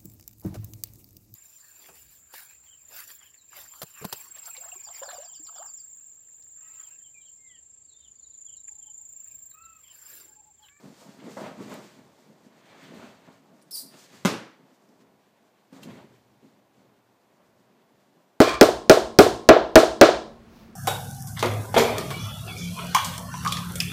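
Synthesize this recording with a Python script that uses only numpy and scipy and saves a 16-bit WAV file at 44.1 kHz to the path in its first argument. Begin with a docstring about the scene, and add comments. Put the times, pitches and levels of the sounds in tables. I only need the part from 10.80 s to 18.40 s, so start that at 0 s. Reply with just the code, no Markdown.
"""A dog scuffles with hands in a pen on a hollow floor in a furnished room.
From the start paws and bodies shuffle and thump (grains, struck modes), fur and bedding rustle
(finer grains) and claws tick (noise bursts). At 2.9 s something squeaks with a puff of air (whistles
in hiss); at 3.45 s a hard knock rings through the room; at 5.03 s a small fitting clinks.
Then the moves grow sparse. Swells of deep rumble and a quiet room hum (shaped noise) lie below."""
import sys
import numpy as np
from scipy import signal
from scipy.fft import rfft, irfft
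from scipy.io import wavfile

SR = 44100
rng = np.random.default_rng(int(sys.argv[2]) if len(sys.argv) > 2 else 0)


def boost_factor(decibels):
    """Convert a level in decibels to a linear amplitude factor."""
    exponent = np.asarray(decibels, float) / 20
    return 10 ** exponent


def master(y):
    """Save y as 16-bit WAV."""
    cut = np.clip(np.atleast_2d(y).T, -1, 1)
    pcm = np.round(cut * 32767)  # scale
    wavfile.write(sys.argv[1], SR, pcm.astype(np.int16))


N = 335298


def in_time(rows):
    """Interpolates rows of (t/s, values..) into one curve per value column."""
    t_s, *columns = np.transpose(rows)
    return [np.interp(np.arange(N) / SR, t_s, column) for column in columns]


def at_hz(points, hz):
    """Reads a spectrum on a log-frequency axis."""
    f_hz, value = np.transpose(points)
    return np.interp(np.log(hz), np.log(f_hz), value)


def rms_one(x):
    """Scales to unit rms."""
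    return x / np.sqrt(np.mean(x ** 2) + 1e-20)


def drift(rate_hz):
    """Random drift of unit spread: noise through a two-pole low-pass, on every 40th sample."""
    pole = np.exp(-2 * np.pi * rate_hz * 40 / SR)
    noise = rng.standard_normal(N // 40 + 2002)
    slow = signal.lfilter([1], [1, -2 * pole, pole ** 2], noise)[2000:]   # skips the filter's start
    return np.interp(np.arange(N) / 40, np.arange(len(slow)), rms_one(slow))


def colour(x, spectrum):
    """Shapes a steady source to a spectrum; unit rms."""
    hz = np.maximum(np.arange(N // 2 + 1) * SR / N, 1.0)
    return rms_one(irfft(rfft(x) * boost_factor(at_hz(spectrum, hz)), N))


def grains(per_s, spread_db, clump_db, clumps_per_s):
    """Tiny slips of uneven size and random sign that come in clumps."""
    size_db = spread_db * np.minimum(rng.exponential(1, N), 5)
    slips = boost_factor(size_db) * rng.choice([-1, 1], N) * (rng.random(N) < per_s / SR)
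    return slips * boost_factor(clump_db * drift(clumps_per_s))


def swells(rows, attack_share):
    """Rows rise to a peak and fall, linear in dB; powers add up, one gain curve per level column."""
    edge_db = 11.5   # drop at both ends of the length
    peak_s, length_s, *levels_db = np.transpose(rows)[:, :, None]
    t = np.arange(0, N + 64, 64) / SR
    late = (t - peak_s) / length_s
    shape_db = -edge_db * np.maximum(-late / attack_share, late / (1 - attack_share))
    curves = [np.sqrt(np.sum(boost_factor(db + shape_db) ** 2, axis=0)) for db in levels_db]
    return [np.interp(np.arange(N) / SR, t, curve) for curve in curves]


def ring(clicks, hz, t60_s):
    """A unit click sets a decaying sine of height 1 ringing in a two-pole resonator."""
    pole, w = boost_factor(-60 / (t60_s * SR)), 2 * np.pi * hz / SR
    return signal.lfilter([0, np.sin(w)], [1, -2 * pole * np.cos(w), pole ** 2], clicks + 1e-18)


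def strike(times_s, strikes_db, modes, scatter_db):
    """Each blow shares its strength among the modes, a little differently every time."""
    at, out = np.round(np.asarray(times_s) * SR).astype(int), np.zeros(N)
    chance = rng.standard_normal((len(at), len(modes)))
    total = np.sum(boost_factor(np.array(modes)[:, 1]))
    for k, (hz, mode_db, t60_s) in enumerate(modes):
        clicks = np.zeros(N)
        clicks[at] = boost_factor(strikes_db + mode_db + scatter_db * chance[:, k]) / total
        out += ring(clicks, hz, t60_s)
    return out


def soften(x, hz):
    """A padded contact spreads the blow over time: low-pass."""
    return signal.sosfilt(signal.butter(2, hz, fs=SR, output="sos"), x)


ATTACK_SHARE = 0.4   # share of a swell's length spent rising
# shoves of bodies on the floor: peak t/s, length/s, boards level/dB, rubbing level/dB
SHOVES = [(0.055, 0.077, -43.5, -57), (0.118, 0.09, -64, -63), (0.22, 0.069, -62, -55),
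          (0.27, .08, -50.5, -58.5), (0.33, .08, -56, -60), (0.433, 0.11, -47, -56),
          (0.477, 0.099, -40.5, -49), (0.652, 0.13, -41.5, -40), (0.808, 0.068, -35, -44.5),
          (0.922, 0.13, -41, -43.5), (1.002, 0.094, -43.5, -51.5), (1.19, .15, -53, -61.5),
          (1.502, 0.12, -55.5, -65), (1.95, 0.24, -58, -56), (2.129, 0.17, -44, -55.5),
          (2.229, 0.15, -48, -49), (2.333, 0.11, -65, -65), (2.491, 0.14, -57.5, -56),
          (2.72, 0.23, -59.5, -65), (3.05, 0.098, -54.5, -65), (3.145, 0.082, -51, -60),
          (3.343, 0.12, -53, -62), (3.91, 0.089, -66, -75), (4.108, 0.14, -60, -83),
          (4.224, 0.13, -59, -69), (4.99, .07, -56, -54), (5.085, .2, -42.5, -52),
          (5.192, 0.065, -64, -50.5), (5.242, 0.034, -50.5, -66), (5.317, 0.053, -54.5, -66),
          (5.646, 0.16, -57.5, -66.5), (5.998, 0.14, -60.5, -69), (6.61, 0.19, -69, -67)]
# strokes over fur and bedding: peak t/s, length/s, rustle level/dB, fine hiss level/dB
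STROKES = [(0.052, 0.34, -74.5, -64), (0.209, 0.19, -69, -58), (0.302, 0.076, -63.5, -65),
           (0.404, 0.036, -57.5, -67), (0.461, 0.11, -57.5, -61.5), (0.61, 0.19, -61, -55.5),
           (0.52, 0.13, -61, -56), (0.667, 0.11, -50, -63), (0.826, 0.17, -58, -58),
           (0.927, 0.15, -53, -53.5), (1.05, 0.35, -62, -61), (1.41, 0.27, -76, -68),
           (1.908, 0.35, -60, -72), (2.037, 0.29, -55, -63.5), (2.17, .1, -56.5, -61),
           (2.243, 0.17, -55, -62.5), (2.46, 0.2, -65.5, -74), (2.73, 0.14, -80, -82),
           (3.142, 0.066, -58, -67), (3.192, .12, -69, -54), (3.245, 0.064, -62, -58.5),
           (3.357, 0.2, -59, -58), (3.947, 0.071, -78, -71.5), (4.095, 0.072, -81, -74.5),
           (4.213, 0.04, -73, -68), (4.965, 0.09, -65, -63), (5.035, 0.035, -68, -51.5),
           (5.103, .15, -57.5, -65), (5.172, 0.16, -59, -69), (5.35, 0.13, -71, -72),
           (5.66, 0.16, -74, -74.5), (6.017, 0.18, -78, -77)]
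# landings that start a skid at once:
# peak t/s, length/s, boards level/dB, rubbing level/dB, rustle level/dB, fine hiss level/dB
SKIDS = [(0.57, 0.072, -39.5, -37.5, -60, -55.5), (4.928, .09, -46.5, -53, -64.5, -64)]
# faint fidgeting between the moves: t/s, level/dB
FIDGET = [(0, -61.5), (1.2, -68.5), (1.7, -64.5), (2.8, -66), (2.95, -68), (3.8, -68.5), (4.7, -72),
          (5.4, -72.5), (6.3, -73), (7.0, -70), (7.6, -75)]
# offset of fidgeting in boards, rubbing, rustle, hiss: level/dB
FIDGET_LAYERS_DB = [0, -3, -11, -10.5]
# spectra of the four layers: f/Hz, relative level/dB
BOARDS_SPECTRUM = [(29, -45), (50, -93), (124, -4), (189, 4.5), (258, 4.5), (302, -1.5), (404, -2.5),
                   (467, -6), (600, -15.5), (780, -46), (1320, -120)]
RUBBING_SPECTRUM = [(210, -27), (350, -6), (451, -6.5), (638, 0.5), (744, -5.5), (881, -4.5), (1130, -8),
                    (2200, -21), (2860, -34), (4840, -120)]
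RUSTLE_SPECTRUM = [(880, 0), (1500, 2.5), (1870, 4.5), (3410, -1), (4670, -9.5), (5050, -22.5), (6500, -19),
                   (8450, -30), (14300, -120)]
HISS_SPECTRUM = [(2820, -8), (4800, 0), (5170, -2), (7390, -1.5), (10800, -13), (14700, -11),
                 (15500, -14.5)]


def scuffle():
    """Slips of paws boom in the boards; rubbing, rustle and hiss are ever finer grains."""
    fidget_db = in_time(FIDGET)[0]
    moves = swells(SHOVES, ATTACK_SHARE) + swells(STROKES, ATTACK_SHARE)   # lists join: four layers
    skids = swells(SKIDS, attack_share=0.03)
    gains = []
    for move, skid, layer_db in zip(moves, skids, FIDGET_LAYERS_DB):
        fidget = boost_factor(fidget_db + layer_db + 3.0 * drift(9))
        gains.append(np.hypot(np.hypot(move, skid), fidget))
    boards, rubbing, rustle, hiss = gains
    boom = colour(grains(900, 2.2, clump_db=1.2, clumps_per_s=25), BOARDS_SPECTRUM)
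    rub = colour(grains(2500, 2.2, clump_db=0.0, clumps_per_s=20), RUBBING_SPECTRUM)
    stroke = grains(14000, 1.65, clump_db=0.4, clumps_per_s=40)   # shared by rustle and hiss
    strokes = rustle * colour(stroke, RUSTLE_SPECTRUM) + hiss * colour(stroke, HISS_SPECTRUM)
    return boards * boom + rubbing * rub + strokes


# soft thumps of paws: t/s, strike level/dB, hardness/dB (panels relative to floor)
THUMPS = [(0.045, -44, -18), (0.218, -46, -16), (0.264, -51, -14), (0.388, -38.5, -8), (0.436, -47, -11),
          (0.476, -31, -15), (0.573, -45, -6), (0.649, -47, -9), (0.799, -37, -9), (0.86, -32, -9),
          (0.989, -49, -13), (1.178, -43, -3), (1.498, -46, -12), (2.096, -46, -16), (2.485, -39, -3),
          (3.031, -45, -12), (3.314, -45, -11), (4.925, -40.5, -19)]
# ringing of the pen floor, of the pen panels: f/Hz, relative level/dB, t60/s
FLOOR_MODES = [(194, -14.5, 0.038), (221, -6, 0.01), (264.3, 5.5, 0.088), (334, -9, 0.037),
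               (413, -7, 0.021), (494, 4.5, 0.018)]
PANEL_MODES = [(690, -22, 0.014), (980, -7, 0.016), (1040, 8, 0.013), (1256, 20, 0.0081),
               (1430, 9.5, 0.022), (1760, -7, 0.0067), (2070, 12.5, 0.011), (2600, 1, 0.024),
               (3230, -1, 0.03), (4700, -37, 0.01), (6100, 10.5, 0.0079)]


def thumps():
    """A padded paw rings the floor; a harder landing wakes the pen panels more."""
    t_s, strike_db, hard_db = np.transpose(THUMPS)
    floor = soften(strike(t_s, strike_db, FLOOR_MODES, scatter_db=3.0), hz=700)
    panels = soften(strike(t_s, strike_db + hard_db, PANEL_MODES, scatter_db=3.0), hz=1800)
    return floor + panels


# claw ticks: t/s, peak level/dB, ring f/Hz, fade/s (to 1/e)
TICKS = [(0.4414, -63, 2780, 0.006), (0.5064, -48, 6510, 0.006), (0.8964, -47, 3160, 0.006),
         (0.9394, -37, 2810, 0.0053), (2.0304, -55, 3150, 0.006), (2.1455, -52, 3420, 0.006),
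         (2.8164, -53, 5200, 0.006), (2.823, -50, 8900, 0.009), (4.0891, -60, 5340, 0.006),
         (4.2103, -70, 3400, 0.0053), (4.22, -69, 3800, 0.0048), (4.927, -59, 4540, 0.0055),
         (5.0313, -40, 3040, 0.011)]


def ticks():
    """A claw gives a few ms of bright noise, strongest around its own ring."""
    out, t = np.zeros(N), np.arange(2000) / SR
    noise = rng.standard_normal((len(TICKS), 2000))
    for (t_s, peak_db, hz, fade_s), burst in zip(TICKS, noise):
        near = signal.butter(2, [hz * 0.87, hz * 1.19], "band", fs=SR, output="sos")
        bright = signal.butter(2, hz * 0.34, "high", fs=SR, output="sos")
        burst = burst * np.exp(-t / max(fade_s, 0.001))
        tick = signal.sosfilt(near, burst) + boost_factor(-8.0) * signal.sosfilt(bright, burst)
        at = round(t_s * SR)
        out[at:at + 2000] += boost_factor(peak_db) * tick / np.max(np.abs(tick))
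    return out


# short ring of a struck tag or fitting: f/Hz, relative level/dB, t60/s
CLINK_MODES = [(1710, -3, 0.045), (2740, 0, .06), (3150, -0.5, 0.055), (4050, -4, 0.063)]


def clink():
    """Three quick touches, each weaker, ring a small fitting."""
    touch = np.arange(3)
    return strike(5.031 + 0.0045 * touch, -41.5 - 4.6 * touch, CLINK_MODES, scatter_db=3.0)


# main whistle and its air: t/s, pitch f/Hz, tone level/dB, air level/dB
SQUEAK = [(2.908, 4500, -61, -42), (2.914, 5300, -54, -38), (2.930, 5250, -45, -45),
          (2.942, 4950, -37.5, -43), (2.958, 4750, -38.5, -32.5), (2.966, 4600, -55, -34),
          (2.980, 4750, -36.5, -36), (3.005, 4820, -50, -37.5), (3.04, 4500, -73, -50)]
# overtones of the main whistle: multiple of pitch, level/dB
SQUEAK_ORDERS = [(1, -0.5), (2, -2.5), (3, -10)]
# rougher whistle sinking below, steadier one above: t/s, pitch f/Hz, level/dB
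LOWER_STRAND = [(2.908, 4700, -55), (2.93, 4680, -55), (2.955, 4360, -53), (2.975, 3930, -53),
                (3.0, 4150, -54), (3.04, 4100, -61.5)]
UPPER_STRAND = [(2.908, 5300, -61), (2.92, 5370, -49), (2.95, 5380, -52), (2.97, 5230, -56),
                (3.04, 5200, -70)]
# air spectrum: f/Hz, relative level/dB
SQUEAK_AIR = [(2600, -30.5), (3300, -22.5), (3800, -15), (4500, -34), (5600, -6), (6300, -15), (7500, -7.5),
              (8800, -4), (11000, -7.5), (13200, -7), (15000, -3)]


def ragged_phase(hz, depth, rate_hz):
    """Phase of a whistle whose pitch wavers at random by a share (depth)."""
    return 2 * np.pi * np.cumsum(hz * (1 + depth * drift(rate_hz))) / SR


def squeak():
    """Air forced through a narrow slit: ragged whistles with overtones inside a bright hiss."""
    hz, tone_db, air_db = in_time(SQUEAK)
    lower_hz, lower_db = in_time(LOWER_STRAND)
    upper_hz, upper_db = in_time(UPPER_STRAND)
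    t = np.arange(N) / SR
    opening = np.clip((t - SQUEAK[0][0]) / 0.0013, 0, 1)
    closing = np.clip((SQUEAK[-1][0] - t) / 0.015, 0, 1)
    phase = ragged_phase(hz, 0.034, 320)
    tone = 0
    for order, order_db in SQUEAK_ORDERS:
        tone = tone + boost_factor(order_db + 2.5 * drift(150)) * np.sqrt(2) * np.sin(order * phase)
    lower = np.sqrt(2) * np.sin(ragged_phase(lower_hz, 0.05, 300))
    upper = np.sqrt(2) * np.sin(ragged_phase(upper_hz, 0.025, 300))
    air = colour(rng.standard_normal(N) * boost_factor(1.1 * drift(90)), SQUEAK_AIR)
    whistles = boost_factor(tone_db) * tone + boost_factor(lower_db) * lower + boost_factor(upper_db) * upper
    return opening * closing * (whistles + boost_factor(air_db) * air)


# knock as tick, blow and two bounces: t/s, low thud strike level/dB, crack strike level/dB
KNOCK = [(3.4496, -43, -17), (3.4506, -5.5, -6), (3.4559, -2.5, -4), (3.4608, -8.5, -10)]


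def knock():
    """Thud in the floor, clack in the panels and a broad crack at every stage; then chatter."""
    gap_s, loss_db = 0.0057, 3   # per chatter after the last bounce
    chatter = [np.add(KNOCK[-1], [k * gap_s, -k * loss_db, -k * loss_db]) for k in range(1, 4)]
    t_s, thud_db, crack_db = np.transpose([*KNOCK, *chatter])
    thud = soften(strike(t_s, thud_db, FLOOR_MODES, scatter_db=1.0), hz=850)
    clack = soften(strike(t_s, crack_db, PANEL_MODES, scatter_db=2.5), hz=6000)
    touch = np.zeros(N)
    touch[np.round(t_s * SR).astype(int)] = boost_factor(crack_db)
    fading = signal.lfilter([1], [1, -np.exp(-1 / (0.00099 * SR))], touch + 1e-18)   # 0.99 ms to 1/e
    band = signal.butter(1, [600, 7000], "band", fs=SR, output="sos")
    splinter = signal.sosfilt(band, rng.standard_normal(N))
    return thud + clack + boost_factor(-8.5) * fading * splinter


# what the walls return of the knock: f/Hz, relative level/dB
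KNOCK_ECHO = [(53, -38), (90, -18), (176, -3), (342, -3), (381, -12), (424, -3.5), (682, -13.5),
              (1100, -13), (1800, -18), (6010, -23.5), (15500, -40)]


def echo():
    """The walls smear the knock into one smooth dying roar."""
    blow = np.zeros(N)
    blow[round(KNOCK[1][0] * SR) + 100] = 1
    return boost_factor(-47.5) * colour(room(blow), KNOCK_ECHO)


# reverberation time: f/Hz, t60/s
ROOM_T60 = [(100, 0.31), (260, 0.42), (700, 0.48), (1840, 0.53), (4850, 0.43), (12800, 0.29)]


def room(x):
    """Dense reflections build up over a few ms and die away band by band."""
    edges_hz = 30 * 2 ** np.arange(0, 9.1, 1 / 3)   # third octaves
    t = np.arange(SR) / SR
    white, tail = rng.standard_normal((2, SR)), 0
    for k, (low, high) in enumerate(zip(edges_hz, edges_hz[1:])):
        sos = signal.butter(2, [low, high], "band", fs=SR, output="sos")
        band = signal.sosfilt(sos, white[k % 2])   # neighbours get independent noise
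        tail = tail + band * boost_factor(-60 * t / at_hz(ROOM_T60, np.sqrt(low * high)))
    tail = tail * (1 - np.exp(-t / 0.0042))
    return signal.fftconvolve(x, tail / np.sqrt(np.sum(tail ** 2)))[:N]


# swells of the building's deep rumble: peak t/s, length/s, level/dB
RUMBLE = [(0.08, 0.12, -61), (0.3, .3, -69), (0.65, 0.31, -58), (0.89, .35, -61), (1.25, 0.21, -67),
          (1.61, 0.37, -74), (1.9, 0.16, -71), (2.2, 0.24, -59.5), (2.4, 0.66, -69.5), (3.4, .2, -69),
          (3.51, 0.13, -46.5), (4.3, .5, -73.5), (5.12, 0.28, -54.5), (5.4, 0.7, -67), (6.1, 0.68, -73),
          (6.7, 0.49, -73), (7.12, 0.47, -73.5)]
# rumble spectrum: f/Hz, relative level/dB
DEEP = [(30, -30), (50, -39), (70, -8.5), (95, -9), (120, 5), (140, -1), (180, -40)]


def rumble():
    """The building rumbles in swells of deep noise."""
    return swells(RUMBLE, ATTACK_SHARE)[0] * colour(rng.standard_normal(N), DEEP)


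# hum spectrum: f/Hz, relative level/dB
HUM_SPECTRUM = [(18, -79.5), (30, -25), (90, -32), (108, -11.5), (168, -13.5), (202, 1.5), (225, -6),
                (379, -1.5), (443, -4.5), (622, -3.5), (1140, -9), (1230, -16), (1400, -13.5), (9430, -31),
                (15500, -27)]


def hum():
    """Quiet room hum: steady shaped noise."""
    return boost_factor(-65.5) * colour(rng.standard_normal(N), HUM_SPECTRUM)


def scene():
    """Moves, squeak and knock are heard direct and from the walls, above rumble and hum."""
    whistle = squeak()
    bustle = scuffle() + thumps() + ticks() + clink()
    walls = echo() + room(boost_factor(-7.5) * whistle + boost_factor(-11.5) * bustle)
    # the boards radiate little below their first mode
    high_pass = signal.butter(5, 100, "high", fs=SR, output="sos")
    near = signal.sosfilt(high_pass, knock() + whistle + bustle + walls)
    return (near + rumble() + hum())[None]


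def band_limit(x):
    """A steep low-pass at the top of the band."""
    return signal.sosfilt(signal.butter(12, 16460, fs=SR, output="sos"), x)


def record(dry):
    """A steep low-pass cuts the top of the treble: 50 dB down from 15.7 kHz."""
    dull = signal.sosfilt(signal.cheby2(14, 50, 15700, fs=SR, output="sos"), dry)
    return band_limit(dull)


dry = scene()
out = record(dry)
master(out)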